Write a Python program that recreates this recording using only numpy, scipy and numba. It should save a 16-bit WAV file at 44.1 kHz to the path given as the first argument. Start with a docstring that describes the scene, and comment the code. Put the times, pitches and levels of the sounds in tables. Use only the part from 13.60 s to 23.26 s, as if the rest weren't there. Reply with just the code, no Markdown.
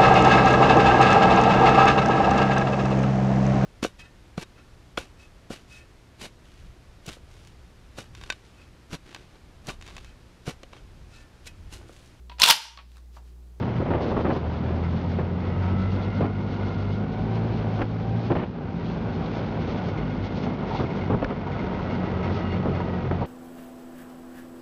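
"""The engine of a tracked armoured vehicle, heard from the turret top as it crosses a bumpy field.
Its firings make a deep exhaust note that speeds up, burbles off load and then pulls again.
Gear teeth whine, and the tracks rattle and clank through the hull, scrape on soil and squeal.
Wind buffets the microphone, and the strongest gusts make its gain control turn the sound down."""
import sys
import numpy as np
from scipy import signal
from scipy.fft import rfft, irfft, next_fast_len
from scipy.io import wavfile
from scipy.ndimage import uniform_filter1d, map_coordinates
from numba import njit

SR = 44100
rng = np.random.default_rng(int(sys.argv[2]) if len(sys.argv) > 2 else 0)


def wrap_up_sound(samples):
    """Save the sound to the file named by the first command line argument, as 16-bit audio."""
    columns = np.atleast_2d(samples).T
    # keep every value between -1 and 1, then stretch to whole-number steps
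    tamed = np.clip(columns, -1, 1)
    steps = np.round(tamed * 32767).astype(np.int16)
    wavfile.write(sys.argv[1], SR, steps)


N = 426006

# engine speed: t/s, firing rate/Hz
FIRING_RATE = [(0, 78.7), (.8, 79), (1.4, 86.6), (1.75, 89), (2.0, 91.5), (2.1, 93.7), (2.28, 95.4),
               (2.45, 98), (2.85, 102), (3.05, 100), (3.3, 99.2), (3.72, 111.4), (3.87, 112.4),
               (4.08, 105.7), (4.3, 108.5), (4.58, 114), (4.8, 114.5), (5.2, 112), (5.7, 110), (6.2, 104.6),
               (7.0, 99), (8.2, 92), (8.9, 91.7), (9.1, 90.3), (9.66, 88.6)]
# how hard the engine works: t/s, load from 0 to 1
ENGINE_LOAD = [(0, 0.25), (.85, 0.64), (1.1, 0.7), (1.8, 0.71), (2.3, 0.86), (2.95, 0.69), (4.1, 0.85),
               (4.7, 0.88), (4.88, 0.06), (5.5, 0.46), (6.2, 0.42), (7.8, 0.4), (8.3, 0.3), (8.95, 0.69),
               (9.66, 0.6)]
# exhaust tones: multiple of the firing rate, level when even/dB, level when lumpy/dB
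EXHAUST_TONES = [(.5, -9, -4), (1, 1.5, -7), (1.5, -5, -.5), (2, -2, -6.5), (2.5, -7, -7), (3, -13, -16.5)]
# how the silencer favours some pitches: f/Hz, gain/dB
SILENCER_GAIN = [(40, -14.5), (51, -5.5), (80, 4.5), (108, 1), (119, 2), (138, -7.5), (158, -4),
                 (172, -0.5), (186, 1.5), (203, -3.5), (216, -2), (228, -5), (250, -4.5), (330, -14)]
# where gas rings in the silencer: f/Hz, width/Hz, gain/dB
BURBLE_MODES = [(92, 32, -4), (179, 44, 2), (236.3, 32, 1)]
# gear pairs sing out: peak t/s, half length/s, low pair/dB, middle pair/dB, high pair/dB
GEAR_WHINES = [(1.93, .13, -58, -53, -62), (2.22, .11, -56, -44.5, -52.5), (2.52, .18, -55, -49, -56),
               (3.15, .25, -54, -51.5, -59), (3.66, .2, -43.5, -60, -68), (4.12, .12, -46, -62, -68),
               (4.53, .14, -42, -60, -70), (8.7, .28, -56, -46, -52), (9.3, .25, -58, -50, -60)]
# where the hull plates ring: f/Hz, width/Hz, gain/dB
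HULL_MODES = [(400, 48, 8.5), (533, 9.7, 7.5), (583, 17, 7.5), (766, 32, 10), (934, 52, 11.5),
              (1303, 70, 5.5), (1433, 49, 6), (1910, 72, -0.5), (2086, 69, -2), (3120, 25, -14)]

# how loud the tracks run: t/s, rolling level/dB, link clatter level/dB
TRACK_LEVELS = [(0, -35.5, -44), (.9, -32.5, -44), (1.4, -38.5, -46), (2.3, -36, -43.5), (3.1, -41, -45),
                (3.45, -39, -51), (3.72, -37, -46.5), (3.95, -36, -51), (5.1, -38.5, -49),
                (6.25, -35, -44.5), (6.65, -37, -50.5), (7.15, -35.5, -44.5), (8.9, -34, -41.5),
                (9.66, -36, -48)]
# deep rumble of the wheels: f/Hz, level/dB
RUMBLE_SPECTRUM = [(20, -24.5), (35, -11), (50, -3), (68, -5.5), (90, 3.5), (130, -0.5), (180, 2),
                   (245, -2), (310, -11.5), (500, -20.5), (1000, -66.5)]
# wheels rolling on the track: f/Hz, level/dB
ROLLING_SPECTRUM = [(100, -11.5), (250, -4.5), (380, 4.5), (550, -1.5), (850, -5), (1120, -10),
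                    (1700, -17.5), (3000, -24), (7000, -55)]
# scraping soil: f/Hz, level/dB
SCRAPE_SPECTRUM = [(700, 1.5), (2000, -4), (3200, 1), (4200, -1.5), (5300, -8.5), (6400, -15), (7300, -22)]
# clods grind through the tracks: peak t/s, half length/s, level/dB
CLOD_SCRAPES = [(.43, .022, -46), (.475, 0.045, -46.5), (.6, .05, -53), (.75, 0.041, -46), (.94, .04, -55),
                (1.3, 0.22, -63.5), (2.05, .03, -59), (2.21, .03, -54), (2.33, 0.028, -51),
                (2.44, .03, -57), (2.58, .03, -56), (2.94, .05, -55.5), (3.09, 0.04, -54),
                (3.21, .035, -56), (3.33, .04, -60), (3.76, 0.026, -53.5), (4.2, 0.26, -60.5),
                (4.7, 0.14, -58.5), (5.29, 0.05, -56), (5.55, .025, -58), (5.66, .025, -56),
                (5.76, 0.05, -52.5), (5.86, .05, -56), (6.015, .02, -52), (6.1, 0.035, -47.5),
                (6.185, .018, -53.5), (6.265, 0.03, -49.5), (6.66, .022, -53.5), (6.775, 0.028, -48.5),
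                (6.845, 0.016, -49), (7.11, .04, -56), (7.19, 0.043, -43.5), (7.37, 0.035, -55),
                (8.3, 0.16, -64), (8.765, 0.04, -48)]
# the track slaps the hull: t/s, decay/s, level/dB
TRACK_SLAPS = [(7.03, 0.01, -32), (7.105, 0.02, -34), (7.15, 0.016, -31), (7.867, 0.012, -32),
               (8.194, 0.012, -33), (9.204, 0.008, -30.5)]
# force of a slap: f/Hz, level/dB
SLAP_SPECTRUM = [(200, -4.5), (500, 5), (950, 17), (2000, -7), (5000, -21.5)]
# links clink on their pins: t/s, decay/s, level/dB
LINK_CLINKS = [(6.28, .03, -47), (6.375, .025, -45), (6.5, .02, -46), (6.64, .035, -45), (6.83, .03, -47),
               (7.255, .02, -45), (7.3, .02, -43.5), (7.41, .02, -46), (7.915, .035, -44),
               (7.99, .025, -47), (8.3, .025, -44), (8.63, .03, -42), (8.92, .035, -43), (9.15, .03, -43)]
# force of a clink: f/Hz, level/dB
CLINK_SPECTRUM = [(1000, -6), (2200, 0), (2800, -9), (4400, -13), (5400, -20)]
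# where the track pins ring: f/Hz, width/Hz, gain/dB
PIN_MODES = [(2115, 60, -4), (2185, 50, -4), (2505, 35, -7), (2810, 55, -5), (3370, 60, -8), (3500, 40, -7),
             (3605, 25, -7), (4400, 70, -7), (5352, 28, -1.5)]
# bumps shake the hull: t/s, decay/s, level/dB
HULL_BUMPS = [(7.19, .07, -27.5), (7.52, .06, -28), (8.2, .05, -31), (9.47, .06, -30)]
# force of a bump: f/Hz, level/dB
BUMP_SPECTRUM = [(60, -14), (120, 0), (200, -14), (500, -40), (2000, -70)]
# the hull's lowest note: f/Hz, width/Hz, gain/dB
BOOM_MODE = [(116, 28, 0)]
# dry pins bind and squeal: peak t/s, half length/s, level/dB
PIN_SQUEALS = [(1.7, .35, -66), (2.45, .22, -61), (3.1, .3, -62), (7.95, .15, -62), (8.35, .12, -59),
               (8.63, .1, -56), (8.9, .11, -51.5), (9.17, .08, -58), (9.45, .15, -62)]
# pitches of a squeal: f/Hz, width/Hz, gain/dB
SQUEAL_MODES = [(2115, 170, -4), (2820, 100, 0), (3500, 60, -4.5), (4400, 100, -4), (5352, 50, -7.5)]

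# gusts hit the microphone: t/s, length/s, turbulence/dB, fizz/dB, slow pressure/dB
GUSTS = [(0.019, 0.011, -31, -45, -27.5), (0.2, 0.02, -22.5, -46.5, -11.5),
         (0.254, 0.029, -24.5, -41.5, -24), (0.302, 0.059, -22.5, -39, -32.5),
         (0.367, .135, -24.5, -41, -41.5), (0.508, 0.038, -22.5, -44, -38), (0.559, 0.035, -21.5, -41, -34),
         (0.602, 0.011, -25.5, -42.5, -32), (0.643, 0.044, -21, -37.5, -29.5),
         (0.69, 0.033, -19.5, -37.5, -23), (0.747, 0.024, -20.5, -43, -25),
         (1.584, 0.027, -27, -42.5, -14.5), (2.604, 0.06, -23.5, -42, -22.5), (4.185, 0.037, -30, -49, -15),
         (4.208, 0.0098, -20, -32.5, -21.5), (4.698, 0.023, -20.5, -39.5, -18.5),
         (4.749, 0.025, -21, -34.5, -20), (4.784, 0.055, -27.5, -38, -15.5), (5.73, 0.11, -36, -50.5, -30),
         (7.131, 0.054, -39.5, -55, -18), (7.189, 0.055, -28, -43.5, -32),
         (7.498, 0.049, -22.5, -48.5, -27.5), (7.616, 0.034, -23, -41, -13.5),
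         (7.694, 0.028, -26.5, -40.5, -36), (9.054, 0.01, -21, -55, -25), (9.512, 0.0084, -24, -43, -18),
         (9.61, 0.023, -28.5, -54.5, -32)]
# low flutter of the wind: f/Hz, level/dB
WIND_SPECTRUM = [(30, -12.5), (120, 3.5), (250, 4), (500, 1), (800, -4.5), (1300, -12), (2000, -36.5),
                 (3500, -49.5), (7000, -66.5)]
# fizz of a gust: f/Hz, level/dB
FIZZ_SPECTRUM = [(200, -8), (700, -1), (1800, 0), (2700, -6), (3800, -17), (5400, -31), (7000, -44)]
# eddies (small swirls of air) burst: t/s, crackle decay/s, crackle/dB, thump/dB, slow push/dB
EDDY_POPS = [(0.265, 0.0034, -35, -23, -30), (0.308, 0.0054, -31, -18, -36), (.336, 0.0073, -25, -29, -33),
             (0.445, 0.0034, -29.5, -18, -39), (.567, .004, -31.5, -17, -34),
             (0.653, 0.0022, -28, -12, -25), (0.673, .003, -32, -15, -38), (0.702, 0.01, -26.5, -21, -38),
             (0.752, .004, -35, -14, -32.5), (1.595, 0.0045, -41, -27, -26),
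             (4.217, .007, -20.5, -13.5, -21), (4.753, 0.0075, -30, -14, -21),
             (7.208, .003, -29.5, -10, -35.5), (7.549, 0.0024, -33.5, -8.5, -24),
             (7.626, 0.0022, -28.5, -14, -35), (7.644, 0.004, -21.5, -10, -20),
             (9.203, 0.0018, -32.5, -19, -35), (9.512, 0.0028, -25.5, -12, -28),
             (9.614, 0.0022, -37, -23, -34)]
# crackle of a pop: f/Hz, level/dB
CRACKLE_SPECTRUM = [(200, -6), (700, 0), (1700, 0), (2300, -11), (3200, -18), (4500, -30), (7000, -46)]
# the two hardest wind pops snap brightly: t/s, decay/s, level/dB
POP_SNAPS = [(4.217, .004, -31), (7.644, .0025, -23.5)]
# bright snap of a pop: f/Hz, level/dB
SNAP_SPECTRUM = [(500, -8), (2000, 0), (3000, -3), (4500, -13), (7000, -24)]


def engine(firings, firing_hz, load, coast_db=-36.5, full_load_db=-27):
    """Exhaust tones pass through the silencer: firm under load, lumpy and unsteady when coasting."""
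    load_db = coast_db + load * (full_load_db - coast_db)
    lumpy = 1 - load ** 2
    note = 0
    for multiple, even_db, lumpy_db in EXHAUST_TONES:
        wobble_db = (.7 + 2.2 * lumpy) * wander(14)
        stagger = .08 * lumpy ** 2 * wander(14) + .003 * multiple ** 3 * wander(35)
        silencer_db = np.interp(multiple * firing_hz, *np.transpose(SILENCER_GAIN))
        tone_db = even_db + lumpy * (lumpy_db - even_db) + wobble_db + silencer_db
        cycles = multiple * firings + stagger + rng.random()
        note = note + undb(tone_db) * np.sin(2 * np.pi * cycles)
    return np.sqrt(2) * note * undb(load_db) + burble(lumpy)


def burble(lumpy, level_db=-37):
    """Unburnt gas burbles in the silencer when the engine is off load."""
    gas = ring(noise(), BURBLE_MODES)
    return ring(gas, BURBLE_MODES) * lumpy * undb(level_db)


def gears(firings, load, teeth_per_firing=(7, 14, 21.3), murmur_db=-52, load_rise_db=1.5):
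    """Three gear pairs turn with the engine: they murmur through the hull and whine when pressed hard."""
    murmur, whine = 0, 0
    for pair, teeth in enumerate(teeth_per_firing):
        slack = .075 * wander(140) + .15 * wander(22)  # play between the teeth
        flutter = undb(2.3 * wander(110))
        chatter = .25 * wander(130)
        cycles = teeth * firings + slack
        murmur = murmur + np.sin(2 * np.pi * (cycles + chatter))
        singing = swells([(peak, length, levels[pair]) for peak, length, *levels in GEAR_WHINES])
        whine = whine + unit(flutter * np.sin(2 * np.pi * cycles)) * singing
    return ring(murmur, HULL_MODES) * undb(murmur_db + load_rise_db * load) + whine


def tracks(firings, roll_db, clatter_db, shake_db=.5):
    """Wheels rumble and roll, links knock and soil scrapes, while the engine shakes the hull."""
    shake = undb(shake_db * (np.sin(2 * np.pi * firings) + np.sin(np.pi * firings)))
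    rumble = colour(noise(), RUMBLE_SPECTRUM)
    rumble *= undb(-31 + .5 * (roll_db - roll_db.mean()) + .77 * wander(1.7))
    rolling = colour(knocks(2500, spread_db=2.1), ROLLING_SPECTRUM)
    rolling *= undb(roll_db + 1 + .78 * wander(31))
    blows = lowpass(knocks(600, spread_db=2.4), hz=3500, order=2)
    links = ring(blows, HULL_MODES) * undb(clatter_db + 2.1 * wander(27))
    return rumble + shake * (rolling + links + soil_scrape())


def soil_scrape(steady_db=-55):
    """Grit scrapes over the pins and makes them ring, louder when a clod grinds through."""
    grit = colour(knocks(7000, spread_db=2.6), SCRAPE_SPECTRUM)
    ringing = undb(-21 + 4 * wander(8)) * ring(grit, PIN_MODES)
    return (grit + ringing) * (undb(steady_db) + swells(CLOD_SCRAPES)) * undb(1.2 * wander(45))


def clanks():
    """Slack track slaps the hull, links clink on their pins and bumps make the hull boom."""
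    slaps = strikes(TRACK_SLAPS, SLAP_SPECTRUM, HULL_MODES)
    clinks = strikes(LINK_CLINKS, CLINK_SPECTRUM, PIN_MODES)
    booms = strikes(HULL_BUMPS, BUMP_SPECTRUM, BOOM_MODE)
    return slaps + clinks + booms


def strikes(hits, spectrum, modes, crack_db=-3):
    """Each blow makes a dry crack and sets the struck part ringing."""
    contact = bursts(hits)
    crack = shaped(noise(), contact, spectrum)
    return undb(crack_db) * crack + ring(crack, modes) * rms(contact)


def pins(clatter_db, squeak_db=-60):
    """Dry pins stick and slip in short fits, each at its own pitch, and squeal when they bind."""
    fits = undb(2.6 * wander(22))
    slips = lowpass(knocks(2500, spread_db=1.8) * fits, hz=2900, order=3)
    squeak = waver(ring(slips, PIN_MODES), share=.009, rate=14)
    squeak *= undb(squeak_db + clatter_db - clatter_db.mean())  # livelier when the links clatter
    squeal = ring(ring(noise(), SQUEAL_MODES), SQUEAL_MODES)
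    return squeak + squeal * swells(PIN_SQUEALS)


def wind(breeze_db=-40.5, attack_s=.0058, release_s=.011, slap_db=-7.5, slap_s=.002, push_s=.032):
    """A breeze flutters on the microphone; each gust slaps it, fizzes and presses on it slowly."""
    t = np.arange(N) / SR
    gust_gain, fizz_gain, pressure = 0, 0, 0
    for start, length, turbulence_db, fizz_db, pressure_db in GUSTS:
        age = np.maximum(t - start, 0)
        swell = np.minimum(age / attack_s, 1) * np.exp(-np.clip((age - length) / release_s, 0, 20))
        slap = bursts([(start, slap_s, slap_db)])
        gust_gain = gust_gain + swell * undb(turbulence_db)
        fizz_gain = fizz_gain + (swell + slap) * undb(fizz_db)
        pressure = pressure + swell * undb(pressure_db)
    ragged = undb(1.8 * wander(90))
    turbulence = undb(breeze_db + 3.2 * wander(30)) + ragged * gust_gain
    flutter = turbulence * colour(knocks(2600, spread_db=1), WIND_SPECTRUM)
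    fizz = shaped(knocks(3400, spread_db=.6), ragged * fizz_gain, FIZZ_SPECTRUM)
    slow_push = uniform_filter1d(pressure, int(push_s * SR))
    return flutter + fizz + slow_push


def wind_pops(thump_rise_s=.00068, push_rise_s=.0065):
    """An eddy bursts on the microphone: a thump of suction, a crackle, then a slow push."""
    t = np.arange(N) / SR
    pressure = 0
    for start, _, _, thump_db, push_db in EDDY_POPS:
        for size_db, rise_s in ((thump_db, thump_rise_s), (push_db, push_rise_s)):
            age = np.clip((t - start) / rise_s, 0, 20)
            pressure = pressure - undb(size_db) * (age * np.exp(1 - age)) ** 2
    crackle_gain = bursts([row[:3] for row in EDDY_POPS])
    return pressure + shaped(noise(), crackle_gain, CRACKLE_SPECTRUM)


def pop_snaps():
    """The two hardest wind pops snap brightly."""
    return shaped(noise(), bursts(POP_SNAPS), SNAP_SPECTRUM)


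def undb(db):
    """Turn decibels into a gain to multiply by."""
    return 10 ** (np.asarray(db) / 20)


def rms(x):
    """The average strength of x (root mean square)."""
    return np.sqrt(np.mean(x ** 2))


def unit(x):
    """Scale x to a strength of 1."""
    return x / rms(x)


def noise():
    """Plain white hiss."""
    return rng.standard_normal(N)


def knocks(rate, spread_db):
    """About rate tiny random impacts a second, of uneven size; strength 1."""
    size = undb(spread_db * np.minimum(rng.exponential(size=N), 4))
    return unit((rng.random(N) < rate / SR) * size * np.sign(noise()))


def wander(rate):
    """A smooth random curve of strength 1 that changes about rate times a second."""
    window = max(int(SR / rate), 1)
    smoothed = uniform_filter1d(noise(), window, mode="wrap")
    return unit(uniform_filter1d(smoothed, window, mode="wrap"))


def waver(x, share, rate):
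    """Let the pitch of x drift by a small share, about rate times a second."""
    return map_coordinates(x, [np.cumsum(1 + share * wander(rate))], mode="mirror")


def curves(table):
    """Join a table's points in time: one curve for each column after the first."""
    times, *columns = np.transpose(table)
    return [np.interp(np.arange(N) / SR, times, column) for column in columns]


def swells(rows):
    """A gain that rises and falls smoothly around each peak."""
    t = np.arange(N) / SR
    return sum(undb(db) * np.exp(-np.minimum(((t - peak) / half_length) ** 2, 40))
               for peak, half_length, db in rows)


def bursts(rows):
    """A gain that jumps up at each start and dies away."""
    t = np.arange(N) / SR
    return sum((t >= start) * undb(db) * np.exp(-np.clip((t - start) / decay, 0, 20))
               for start, decay, db in rows)


def colour(x, spectrum):
    """Set the balance of low and high pitches in x; strength 1."""
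    size = next_fast_len(N, True)
    hz, db = np.transpose(spectrum)
    bin_hz = np.maximum(np.fft.rfftfreq(size, 1 / SR), 1)
    gain = undb(np.interp(np.log(bin_hz), np.log(hz), db))
    return unit(irfft(rfft(x, size) * gain, size)[:N])


def shaped(x, gain, spectrum):
    """Apply the gain first and the spectrum after, so even a sudden start stays dull."""
    return colour(x * gain, spectrum) * rms(gain)


def ring(x, modes):
    """Play x through modes, the pitches at which a part rings; strength 1."""
    return unit(sum(undb(db) * signal.lfilter(*signal.iirpeak(hz, hz / width, SR), x)
                    for hz, width, db in modes))


def lowpass(x, hz, order):
    """Soften everything above hz; a higher order cuts more steeply."""
    return signal.sosfilt(signal.butter(order, hz, fs=SR, output="sos"), x)


@njit
def follow(x, attack, release):
    """Follow the level of x, rising at the attack speed and sinking at the release speed."""
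    out, level = np.empty(len(x)), 0.
    for i in range(len(x)):
        level += (x[i] - level) * (attack if x[i] > level else release)
        out[i] = level
    return out


def scene():
    """The microphone rides on the vehicle and stands in the wind; one channel."""
    firing_hz, = curves(FIRING_RATE)
    load = np.clip(curves(ENGINE_LOAD)[0], 0, 1)
    roll_db, clatter_db = curves(TRACK_LEVELS)
    firings = np.cumsum(firing_hz * (1 + .003 * wander(12))) / SR  # count of firings so far
    drive = engine(firings, firing_hz, load) + gears(firings, load) + tracks(firings, roll_db, clatter_db)
    snaps = pop_snaps()
    return (drive + clanks() + pins(clatter_db) + wind() + wind_pops() + snaps)[None]


def record(dry, attack_s=.025, release_s=.58, threshold_db=-19, low_cut_hz=32, dull_hz=6600, top_hz=7200):
    """Gain control dips after gusts, a wind filter removes slow pressure, and the treble is cut."""
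    level = follow(np.abs(dry[0]), 1 / (attack_s * SR), 1 / (release_s * SR))
    ducked = dry / np.maximum(level / undb(threshold_db), 1)
    filtered = signal.sosfilt(signal.butter(4, low_cut_hz, "high", fs=SR, output="sos"), ducked)
    rounded = np.tanh(filtered)  # softens the peaks
    dulled = lowpass(rounded, dull_hz, order=10)
    return signal.sosfilt(signal.ellip(8, .2, 80, top_hz, fs=SR, output="sos"), dulled)


dry = scene()
out = record(dry)
wrap_up_sound(out)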